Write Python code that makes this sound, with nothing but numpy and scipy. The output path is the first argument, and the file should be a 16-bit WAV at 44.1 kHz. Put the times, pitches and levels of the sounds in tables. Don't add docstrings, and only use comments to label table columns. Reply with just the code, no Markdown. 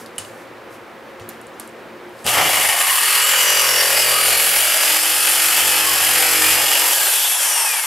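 import sys
import numpy as np
from scipy import signal
from scipy.fft import rfft, irfft, next_fast_len
from scipy.io import wavfile
from scipy.ndimage import uniform_filter1d, map_coordinates

SR = 44100
rng = np.random.default_rng(int(sys.argv[2]) if len(sys.argv) > 2 else 0)


def materialize(psi):
    bounded = np.clip(np.atleast_2d(psi).T, -1, 1)
    quanta = np.round(bounded * 32767).astype(np.int16)
    wavfile.write(sys.argv[1], SR, quanta)


def how_loud(loudness_db):
    steps = np.asarray(loudness_db, float) / 20
    return 10 ** steps


N = 346613
T = np.arange(N) / SR
LEFT_RIGHT = np.array([[.5], [-.5]])


def evened(x):
    return x / np.sqrt(np.mean(x ** 2) + 1e-20)


def read(points, hz):
    f, value = np.transpose(points)
    return np.interp(np.log(hz + 1), np.log(f + 1), value)


def curve(points):
    return np.interp(T, *np.transpose(points))


def bump(t, s, length_s):
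    return np.exp(-(2 * (t - s) / length_s) ** 2)


def fade(s, length_s):
    return np.clip((T - s) / length_s + .5, 0, 1)


def drift(hz, size=N, step=64):
    coarse = T[:size:step]
    chance = map_coordinates(rng.standard_normal(400), [coarse * hz % 399], order=3)
    return np.interp(T[:size], coarse, chance)


def tone(hz, phase):
    return np.sqrt(2) * np.cos(2 * np.pi * np.cumsum(hz) / SR + phase)


def coloured(x, gain):
    size = next_fast_len(N)
    return irfft(rfft(x, size) * gain(np.fft.rfftfreq(size, 1 / SR)), size)[..., :N]


def bandpass(x, order, lo_hz, hi_hz):
    sos = signal.butter(N=order, Wn=[lo_hz, hi_hz], btype="band", fs=SR, output="sos")
    return signal.sosfilt(sos, x)


def band(x, lo_hz, hi_hz):
    return evened(bandpass(x, 3, lo_hz, hi_hz))


def resonate(x, hz, width_hz):
    r = np.exp(-np.pi * width_hz / SR)
    if np.ndim(hz) == 0:
        c = r * np.cos(2 * np.pi * hz / SR)
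        return evened(signal.lfilter([1, -c], [1, -2 * c, r ** 2], x))
    turn = np.exp(2j * np.pi * np.cumsum(hz) / SR)
    return evened((turn * signal.lfilter([1 - r], [1, -r], x * turn.conj())).real)


# frequency in Hz, level in dB per Hz.
HUM = [(18, -58), (30, -13), (58, -17), (109, -13), (229, -7), (276, -2), (332, 1), (533, -1.5), (953, -3),
       (1890, -7), (6720, -30), (15200, -34.5), (16500, -48)]
# frequency in Hz, level in dB.
HUM_LINES = [(118.4, -59.5), (177.6, -65), (226.1, -54.5), (355.3, -52.5), (479.1, -54.5), (532.9, -50),
             (990.5, -80)]


def workshop():
    air = rng.standard_normal((3, N))
    hum = evened(coloured(air[0] + 0.45 * air[1:], lambda hz: how_loud(read(HUM, hz))))
    hum *= how_loud(-39.5 + .5 * drift(12))
    hum += sum(how_loud(db) * resonate(air[0], hz, 6.0) for hz, db in HUM_LINES)
    gain_db = np.interp(T, [2.25, 2.7], [0, -27])
    return hum * how_loud(gain_db - .7 * LEFT_RIGHT)


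# time in seconds, peak in dB, frequency in Hz, low knock in relative dB, pipe ring in relative dB.
TICKS = [(0.0607, -22.5, 4700, 0, -42), (0.0605, -29, 10500, -30, -45), (0.068, -34, 11300, -30, -45),
         (0.1815, -6, 9550, -13, -25.5), (0.1855, -9.5, 10200, -20, -40), (0.183, -12, 3000, -30, -45),
         (0.249, -25, 4520, -12, -21), (0.4738, -33, 4700, -15, -30), (1.1975, -37, 12000, -20, -40),
         (1.1975, -17, 2800, -30, -45), (1.219, -31, 7380, -15, -32), (1.2195, -38, 5900, -30, -45),
         (1.29, -12, 12800, -12, -37), (1.2905, -27, 9000, -30, -45), (1.291, -26, 7100, -30, -45),
         (1.4142, -28, 10300, -15, -30), (1.4686, -27, 8900, -15, -36), (1.5389, -36, 7040, -15, -36),
         (1.598, -13, 11000, -8, -40), (1.5982, -21, 5300, -30, -45), (1.606, -29, 8500, -30, -40),
         (1.617, -31, 10000, -30, -40), (1.676, -25, 10000, -15, -38), (1.692, -32, 9500, -15, -40),
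         (2.0931, -35, 11500, -20, -40), (2.1908, -24, 4700, -20, -40), (2.2435, -19, 9000, -6, -35),
         (2.247, -19, 10000, -6, -32), (2.2475, -17, 3000, -10, -40), (2.2652, -5, 11400, 6, -26),
         (2.274, -8, 11900, 5, -33), (2.278, -7, 4000, 3, -24), (2.2836, -5, 10000, 4, -26),
         (2.2918, -5, 10500, -4, -30), (2.2995, -4, 10440, -6, -34), (2.33, -10, 11000, -3, -30),
         (2.3395, -5, 11500, 5, -30), (2.5436, -5, 11000, -3, -35)]
# frequency in Hz, level in dB, t60 in seconds.
TICK_MODES = [(2960, 5, 0.035), (1203, -9, 0.04), (1920, -9, 0.05), (5060, -13, 0.03), (6730, -14, 0.27),
              (7400, -12, 0.14), (7750, -17, 0.43), (8500, -17, 0.17), (8970, -11, 0.22),
              (11520, -8, 0.033)]


def tick(t, hz, low_db, ring_db):
    crack = rng.standard_normal(len(t)) * (how_loud(-60 * t / 0.022) + how_loud(-60 * t / 0.003))
    bright = bandpass(crack, 2, 0.73 * hz, min(1.11 * hz, 14000))
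    knock = uniform_filter1d(crack, size=3) - uniform_filter1d(crack, size=120)
    ring = np.zeros(len(t))
    if ring_db > -37:
        for mode_hz, mode_db, t60_s in TICK_MODES:
            level = how_loud(mode_db + ring_db + rng.uniform(4, 9) - 60 * t / t60_s)
            phase = 2 * np.pi * mode_hz * rng.uniform(0.98, 1.03) * t
            ring += level * np.sin(phase + 2.2 * drift(160, size=len(t)))
    rattle = uniform_filter1d(rng.standard_normal(len(t)), size=3)
    ring += 0.17 * how_loud(-8.5 - 60 * t / 0.25) * rattle
    if abs(hz - 7200) < 300:
        ring += how_loud(-18 - 60 * t / .08) * np.sin(2 * np.pi * hz * t)
    return 0.42 * bright + 0.33 * how_loud(low_db) * knock + ring


# time in seconds, peak in dB, frequency in Hz, t60 in seconds.
THUMPS = [
    (0.197, -41, 101, 0.4),
    (1.211, -33, 107, 0.16),
    (2.294, -33, 121, 0.39),
    (2.399, -29, 106, 0.064),
    (6.631, -35, 129, 0.087),
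]
# middle in seconds, length in seconds, level in dB.
SCRAPE = [
    (0.001, 0.085, -43.5),
    (0.161, 0.0098, -55),
    (0.26, 0.18, -51),
    (.41, .1, -55),
    (0.74, .07, -51),
    (1.642, .12, -56),
    (2.226, 0.18, -51.5),
]


def handling():
    out, t = np.zeros(N + SR), T[:SR // 3]
    for s, db, hz, low_db, ring_db in TICKS:
        out[round(s * SR):][:len(t)] += how_loud(db) * tick(t, hz, low_db, ring_db)
    for s, db, hz, t60_s in THUMPS:
        out[round(s * SR):][:len(t)] += how_loud(db - 60 * t / t60_s) * np.sin(2 * np.pi * hz * t)
    slide = sum(how_loud(db) * bump(T, s, length_s) for s, length_s, db in SCRAPE)
    return out[:N] + slide * band(rng.standard_normal(N), 3800, 13000)


def walls(x):
    t = T[:SR // 2]
    taps = rng.choice([-1., 1.], (2, len(t))) * (rng.random((2, len(t))) < .05)
    taps *= how_loud(-60 * t / 0.26) * (t > .004)
    wet = signal.fftconvolve(x[None], taps / np.linalg.norm(taps[0]), axes=1)[:, :N]
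    return coloured(wet, lambda hz: hz / np.hypot(hz, 250.0))


# time in seconds, strokes per second.
SPEED = [(2.25, 24), (2.78, 26.5), (2.87, 31.8), (2.93, 35.9), (3.02, 40), (3.1, 41.91), (3.3, 43.4),
         (3.57, 42.5), (4.0, 42.0), (4.25, 42.6), (4.59, 43.3), (5.1, 46.1), (5.44, 47.0), (5.78, 46.29),
         (6.12, 45.2), (6.29, 45.55), (6.63, 45.01), (6.83, 45.89)]


def speed():
    off_s = np.maximum(T - SPEED[-1][0], 0)
    return curve(SPEED) - 23 * off_s - 3.6 * (1 - np.exp(-off_s / .185))


# time in seconds, share 0-1.
LOADED = [(2.3, .4), (3.0, 1), (6.9, 1), (7.2, .15)]


def teeth(turns):
    hits = how_loud(2.0 * rng.exponential(1, N)) * rng.standard_normal(N)
    catch = 1 + curve(LOADED) * (.15 * np.cos(2 * np.pi * turns) + .11 * np.cos(6 * np.pi * turns))
    uneven_db = 0.7 * drift(30.0) + (.9 - .5 * fade(3, .4)) * drift(110)
    return evened(hits * catch * how_loud(uneven_db))


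# frequency in Hz, width in Hz, level in dB.
PIPE = [(575, 82, 5.5), (847, 77, -1.5), (1108, 65, 1.5), (1223, 99, 7.5), (1644, 81, 7.5), (1820, 35, 3),
        (2320, 46, -12), (2626, 26, 3), (2680, 30, -16.5), (2840, 170, 4), (4750, 90, -26.5),
        (7380, 54, 4.5)]


def pipe_wall(drive):
    rub = rng.standard_normal(N) * abs(drive)
    modes = sum(how_loud(db + 3 * drift(3)) * resonate(rub, hz, width_hz) for hz, width_hz, db in PIPE)
    return drive + how_loud(-27) * modes


# frequency in Hz, level in dB per Hz.
TEETH = [(1940, 7), (3300, 4.5), (3880, -5.5), (4650, -1.5), (6300, -2), (7350, 0.5), (8640, 0),
         (9310, -0.5), (11700, 3), (13200, -2), (15700, -16.5), (16200, -43), (16500, -61)]
# frequency in Hz, level in dB per Hz.
COAST = [(1940, -14), (3300, 2), (3960, -15), (5810, -0.5), (6340, -5), (8700, 0.5), (11200, -0.5),
         (12900, -3.5), (14900, -19), (16100, -31), (16500, -59)]


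def tooth_noise(ringing, drive, rate):
    def rasp(spectrum):
        def gain(hz):
            dip = 1 - .5 / (1 + ((hz - 6450) / 75) ** 2)
            return how_loud(read(spectrum, hz)) * dip
        return band(coloured(ringing, gain), 3500, 17700)
    free = np.interp(T, [7.0, 7.5], [0, 1])
    fan = resonate(drive, 252 * rate, 420.0)
    return (1 - free) * rasp(TEETH) + free * rasp(COAST) + how_loud(-22.5) * fan


# frequency in Hz, level in dB.
MESH = [(2050, -34), (2450, -28.5), (2850, -28), (3050, -33), (3300, -32), (3500, -39), (3850, -43),
        (4100, -34), (4500, -35), (5130, -30.5), (5175, -37)]
SECOND = [(4200, -48), (4900, -44), (5200, -33), (5600, -29), (5950, -30), (6200, -37), (6500, -48),
          (7600, -41), (9500, -48), (10400, -50)]
ARMATURE = [(7000, -50), (9500, -46), (10500, -45), (11000, -32), (12300, -35), (13600, -35), (14300, -36),
            (14700, -49), (15700, -47), (16600, -56)]


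def motor(rate):
    mesh_hz, armature_hz = 111 * rate, 362 * rate
    through = fade(4.5, .2)
    mesh = tone(mesh_hz, .5 * drift(35.0))
    mesh *= how_loud(np.interp(T, [6.8, 7.1], [1.3, 1.7]) * drift(20.0))
    out = how_loud(read(MESH, mesh_hz) - 7 * (1 - fade(4.5, 0.27))) * mesh
    second = tone(2 * mesh_hz, drift(40)) * how_loud(1.8 * drift(25.0))
    out += how_loud(read(SECOND, 2 * mesh_hz)) * through * second
    waver_rad = 1.2 + 1.8 * (fade(3.3, .2) - fade(5, .2))
    whine = tone(armature_hz, waver_rad * drift(60))
    masked_db = -1.5 * (1 - through) - 14 * bump(T, 3.3, .3)
    whine_db = read(ARMATURE, armature_hz) + 7 + masked_db + 1.8 * drift(25.0)
    return out + how_loud(whine_db) * fade(2.8, .1) * whine


REPEAT = .45


def grooved(drive, turns, share):
    shapes = rng.standard_normal((2, 1001))
    shapes -= uniform_filter1d(shapes, size=36, mode="wrap")
    old, new = (np.interp(turns % 1, np.arange(1001) / 1000, shape) for shape in shapes)
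    wear = 2 * np.pi * .4 * T + drift(5)
    groove = 1.5 * (np.cos(wear) * old + np.sin(wear) * new)
    stroke_db = 1.6 * np.sqrt(share / REPEAT) * np.cos(2 * np.pi * turns)
    blows = how_loud(stroke_db + 1.3 * drift(90))
    return blows * (np.sqrt(1 - share) * drive + np.sqrt(share) * groove)


# frequency in Hz, level in dB per Hz.
BODY = [(35, -56), (60, -56), (86, -12.5), (206, -20), (318, -8.5), (352, -9), (811, 3.5), (1030, -5),
        (1270, -1.5), (2930, 1), (3800, -4), (4940, 8), (8360, -120)]
# low edge in Hz, high edge in Hz, share of stroke rhythm,
# dB per dB of push, level in dB entering, in dB deep, in dB out of the cut.
PARTS = [
    (847, 3530, 0.42, 0.08, -2.5, -2.5, -5),
    (281, 918, 0.73, 0.66, -12, -11, -17),
    (76.5, 214, 1.68, 1.25, -33.5, -26, -52),
]


def bench(ringing, turns, regular, push_db, snag_db):
    body = coloured(grooved(ringing, turns, REPEAT * regular), lambda hz: how_loud(read(BODY, hz)))
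    shake, out = shaking(turns), np.zeros(N)
    seated_s = SEATED[-1][0] - SEATED[0][0]
    for lo_hz, hi_hz, share, follow, entering_db, deep_db, out_db in PARTS:
        db = entering_db + (deep_db - entering_db) * fade(5.26, 0.72) + (out_db - deep_db) * fade(6.67, 0.21)
        part = np.clip(share * regular, 0, 1)
        rhythm = band(shake, lo_hz, hi_hz) * np.sqrt(seated_s * SR / N)
        mixed = np.sqrt(part) * rhythm + np.sqrt(1 - part) * band(body, lo_hz, hi_hz)
        out += how_loud(db + follow * push_db + snag_db) * mixed
    return out


# middle in seconds, length in seconds, frequency in Hz, width in Hz, level in dB.
CHATTER = [(2.39, 0.096, 1260, 550, -18.5), (2.383, 0.23, 5200, 980, -31), (2.705, 0.46, 2070, 340, -23.5),
           (2.814, 0.36, 1070, 149, -27), (2.72, 0.306, 810, 140, -27), (2.5, .2, 2200, 400, -25.5),
           (3.1, 0.58, 4360, 250, -30), (3.347, 1.8, 1850, 210, -28.5), (3.6, 2.4, 2892, 150, -25.5),
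           (3.65, 0.19, 1230, 82, -27), (4.173, 0.11, 1220, 110, -23), (4.306, 0.44, 2320, 206, -29.5),
           (4.797, 0.33, 620, 43, -32), (2.4, 0.36, 2840, 250, -26.5), (5.57, 2.3, 3025, 190, -30),
           (6.197, 0.54, 782, 34, -33), (6.737, 0.17, 2830, 190, -29), (7.22, 0.36, 3420, 350, -28.5),
           (7.508, 0.68, 890, 226, -31), (7.55, 0.4, 8950, 500, -32), (2.375, 0.11, 1940, 810, -22),
           (4.42, .45, 11300, 800, -23), (2.566, 0.17, 1150, 350, -25), (6.614, 0.13, 835, 89, -30),
           (6.85, 0.264, 950, 80, -30.5), (7.0, .3, 1580, 110, -32), (7.48, .12, 9250, 200, -29),
           (7.61, .2, 8700, 250, -29), (7.778, 0.12, 10700, 300, -28), (5.6, 2.6, 2630, 39, -36),
           (3.1, 1, 2630, 30, -33), (4.58, 0.61, 2270, 37, -33), (5.8, .6, 1720, 40, -35),
           (6.35, .25, 1235, 44, -32.5), (3.95, 0.48, 583, 83, -32), (6.65, .4, 2860, 90, -29),
           (5.9, .25, 1105, 40, -31), (6.3, 0.48, 2320, 66, -31),
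           (4, 0.16, 7950, 120, -30), (3.26, 0.11, 7900, 120, -30), (3.32, 0.13, 7450, 120, -31),
         (3.55, 0.27, 7400, 110, -28), (3.8, .1, 5500, 90, -27), (3.5, .36, 6050, 150, -33),
         (3.76, .36, 5470, 150, -30), (3.99, 0.095, 5050, 130, -26), (3.55, 0.29, 5900, 100, -27),
         (3.5, 0.63, 4750, 120, -28.5), (3.83, 0.13, 4750, 130, -27), (4.12, 0.3, 4700, 150, -29),
         (4.34, .16, 4250, 110, -29)]


def chatter(drive, turns, share):
    out, steady = np.zeros(N), grooved(drive, turns, share)
    for s, length_s, hz, width_hz, db in CHATTER:
        now = abs(T - s) < length_s
        moment = how_loud(db + 1.2 * drift(28.74, size=now.sum())) * bump(T[now], s, length_s)
        source = steady if hz < 6300 else drive
        out[now] += moment * resonate(resonate(source[now], hz, 3 * width_hz), hz, width_hz)
    return out


# middle in seconds, length in seconds, frequency in Hz, glide in Hz per second, level in dB.
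SQUEAL = [(2.64, 0.27, 9530, -3, -21.5), (2.85, 0.48, 9670, 1.5, -17), (3.115, 0.32, 9580, 2, -19),
          (3.91, 0.37, 9660, 0, -24), (4.08, 0.12, 9830, 0, -19), (4.26, 0.23, 9530, -1500, -16),
          (4.53, 0.31, 9760, 0, -18.5), (4.855, 0.55, 9600, 0, -23.5), (5.298, 0.47, 9600, -2, -18),
          (5.7, 0.36, 9660, 0.5, -22), (6.117, 0.39, 9660, 0, -21), (6.45, 0.25, 9700, -2, -27),
          (7.017, .08, 9640, 0, -49), (7.12, 0.16, 9650, 0, -16)]


def squeal(drive):
    out = np.zeros(N)
    for s, length_s, hz, glide, db in SQUEAL:
        now = abs(T - s) < length_s
        t = T[now]
        pitch_hz = hz + glide * (t - s) + 40 * drift(25, size=len(t))
        level = how_loud(db - 5.5 + 1.5 * drift(19.8, size=len(t))) * bump(t, s, length_s)
        out[now] += level * resonate(drive[now], pitch_hz, 120.0)
    return out


# time in seconds, share of shaking that repeats each stroke 0-1.
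SEATED = [(3.0, 0.24), (3.3, 0.76), (3.5, 1), (4.3, 0.8), (4.7, 0.53), (5.3, 0.33), (5.7, 0.51),
          (6.4, 0.61), (6.85, 0.2), (6.92, 0.1)]
# time in seconds, stage (0 entering, 1 wall through, 2 deep).
DEPTH = [(4.1, 0), (4.35, 1), (4.6, 1), (4.9, 2)]
# multiple of the stroke, level in dB.
STAGES = [
    [(1, -37), (2, -17), (3, -5), (4, -13.5), (5, -18), (6, -13), (7, -28), (8, -13), (9, -2.5), (10, -6),
     (11, -1.5), (12, 2.5), (13, 1), (14, 4), (15, -2), (16, -16), (17, -11), (18, -7), (21, -8.5),
     (25, -6.5), (29, -7.5)],
    [(1, -19), (2, -1), (3, -4), (4, -13), (5, -4), (6, -16), (7, -17), (8, -8), (9, -5), (10, -3.5),
     (11, 2), (12, -1), (13, 5), (14, -19), (15, -20), (16, 2), (17, -7), (18, -10), (21, -14), (25, -16),
     (29, -7)],
    [(1, -30), (2, -5.5), (3, -8), (4, -13), (5, -12), (6, -9.5), (7, 0.5), (8, -6.5), (9, -5), (10, -1.5),
     (11, 4), (12, -11), (13, -4.5), (14, -1), (15, -27), (16, -4), (17, -11), (18, -2.5), (20, -7),
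     (23, -17), (24, -8.5), (25, -19), (27, -7.5)],
]


def shaking(turns):
    on, step = slice(round(SEATED[0][0] * SR), round(SEATED[-1][0] * SR)), 64
    t, out = T[on][::step], np.zeros(N)
    stage = np.interp(t, *np.transpose(DEPTH))
    stroke, multiple = np.exp(2j * np.pi * turns[on]), 1
    for k in range(1, 64):
        db = np.interp(stage, [0, 1, 2], [read(orders, k) for orders in STAGES])
        db += (2.3 + .04 * k) * drift(11 * step, size=len(t), step=1)
        wobble = rng.random() + (0.045 + 0.0042 * k) * drift(11.0 * step, size=len(t), step=1)
        multiple = multiple * stroke
        swing = np.interp(T[on], t, how_loud(db) * np.exp(2j * np.pi * wobble))
        out[on] += (swing * multiple).real
    return out


def backlash(drive, rate):
    return how_loud(-28.0) * np.exp(-((T - 3.1) / 0.23) ** 4) * resonate(drive, 29.5 * rate, 71.0)


def waking(drive):
    out, now = np.zeros(N), abs(T - 3.8) < 1
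    hz = 4150 + (8500 - 4150) * np.exp(-(T[now] - 3.15) / .45)
    window = (fade(3.15, .1) - fade(4.45, 0.47))[now]
    out[now] = how_loud(-28) * window * resonate(resonate(drive[now], hz, 1500), hz, 700.0)
    return out


# time in seconds, loudness in dB, push into the pipe in dB.
CUT = [(2.245, -26, 32), (2.285, -19.5, 0), (2.39, -20.5, 16.5), (2.5, -17, 9), (2.62, -19.5, 5.5),
       (2.99, -18, -8.5), (3.15, -17.5, -2.5), (3.6, -17.5, 3.5), (4.2, -18.5, 5.5), (4.44, -17.5, 1.5),
       (4.72, -17, -3), (5.52, -16.5, -4), (5.63, -17, -0.5), (6.5, -16, -1.5), (6.75, -15.5, 6.5),
       (7.08, -17, 8), (7.15, -17.5, 1.5), (7.86, -21, -2.5)]


def saw():
    rate = speed()
    turns = np.cumsum(rate) / SR
    s, *hand = np.transpose(CUT)
    teeth_db, push_db = (np.interp(T, s, v) for v in hand)
    gate = np.clip(np.minimum(T - s[0], s[-1] + 0.02 - T) / 0.029, 0, 1)
    regular = np.clip(curve(SEATED) * (0.98 + 0.44 * drift(6.0)), 0, .95)
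    snag_db = 1 - fade(3, 0.13)
    drive = teeth(turns)
    ringing = pipe_wall(drive)
    cut = tooth_noise(ringing, drive, rate) + bench(ringing, turns, regular, push_db, snag_db)
    wobble_db = (0.4 + 0.16 * snag_db) * drift(14.0)
    rub = teeth(turns)
    blade = chatter(rub, turns, REPEAT * regular) + squeal(rub) + backlash(rub, rate) + waking(rub)
    turning = 1 - .35 * (1 - fade(SEATED[0][0], 0.42)) * np.cos(np.pi * turns + .5) ** 20
    return gate * (turning * (how_loud(teeth_db + wobble_db) * cut + blade) + motor(rate))


def scene():
    near = saw() + handling()
    pan_db = np.interp(T, [2.0, 2.3, 6.9, 7.5], [-.8, 0.78, 0.5, 1.75])
    return how_loud(-0.81 + pan_db * LEFT_RIGHT) * near + how_loud(-11.0) * walls(near) + workshop()


def top_cut(x):
    return signal.sosfilt(signal.butter(12, 16410, fs=SR, output="sos"), x)


# frequency in Hz, left over right in dB.
PORT_DB = [(60, 2.8), (240, 1.2), (950, 0.77), (3770, 0.057), (15000, 0.19)]
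# frequency in Hz, left ahead of right in radians.
PORT_RAD = [(0, 0), (430, 0.0083), (2670, -0.0), (8790, 0.16), (16400, 0.0)]


def record(dry):
    def port(hz):
        return how_loud(LEFT_RIGHT * read(PORT_DB, hz)) * np.exp(1j * LEFT_RIGHT * read(PORT_RAD, hz))

    def edges(hz):
        treble = np.clip((15800 - hz) / 60, .003, 1) * (hz < 16400)
        return treble / np.hypot(1, (52.0 / (hz + 1)) ** 2)

    limited = .82 * np.tanh(1.06 * coloured(dry, port) / .82)
    return top_cut(coloured(limited, edges))


dry = scene()
out = record(dry)
materialize(out)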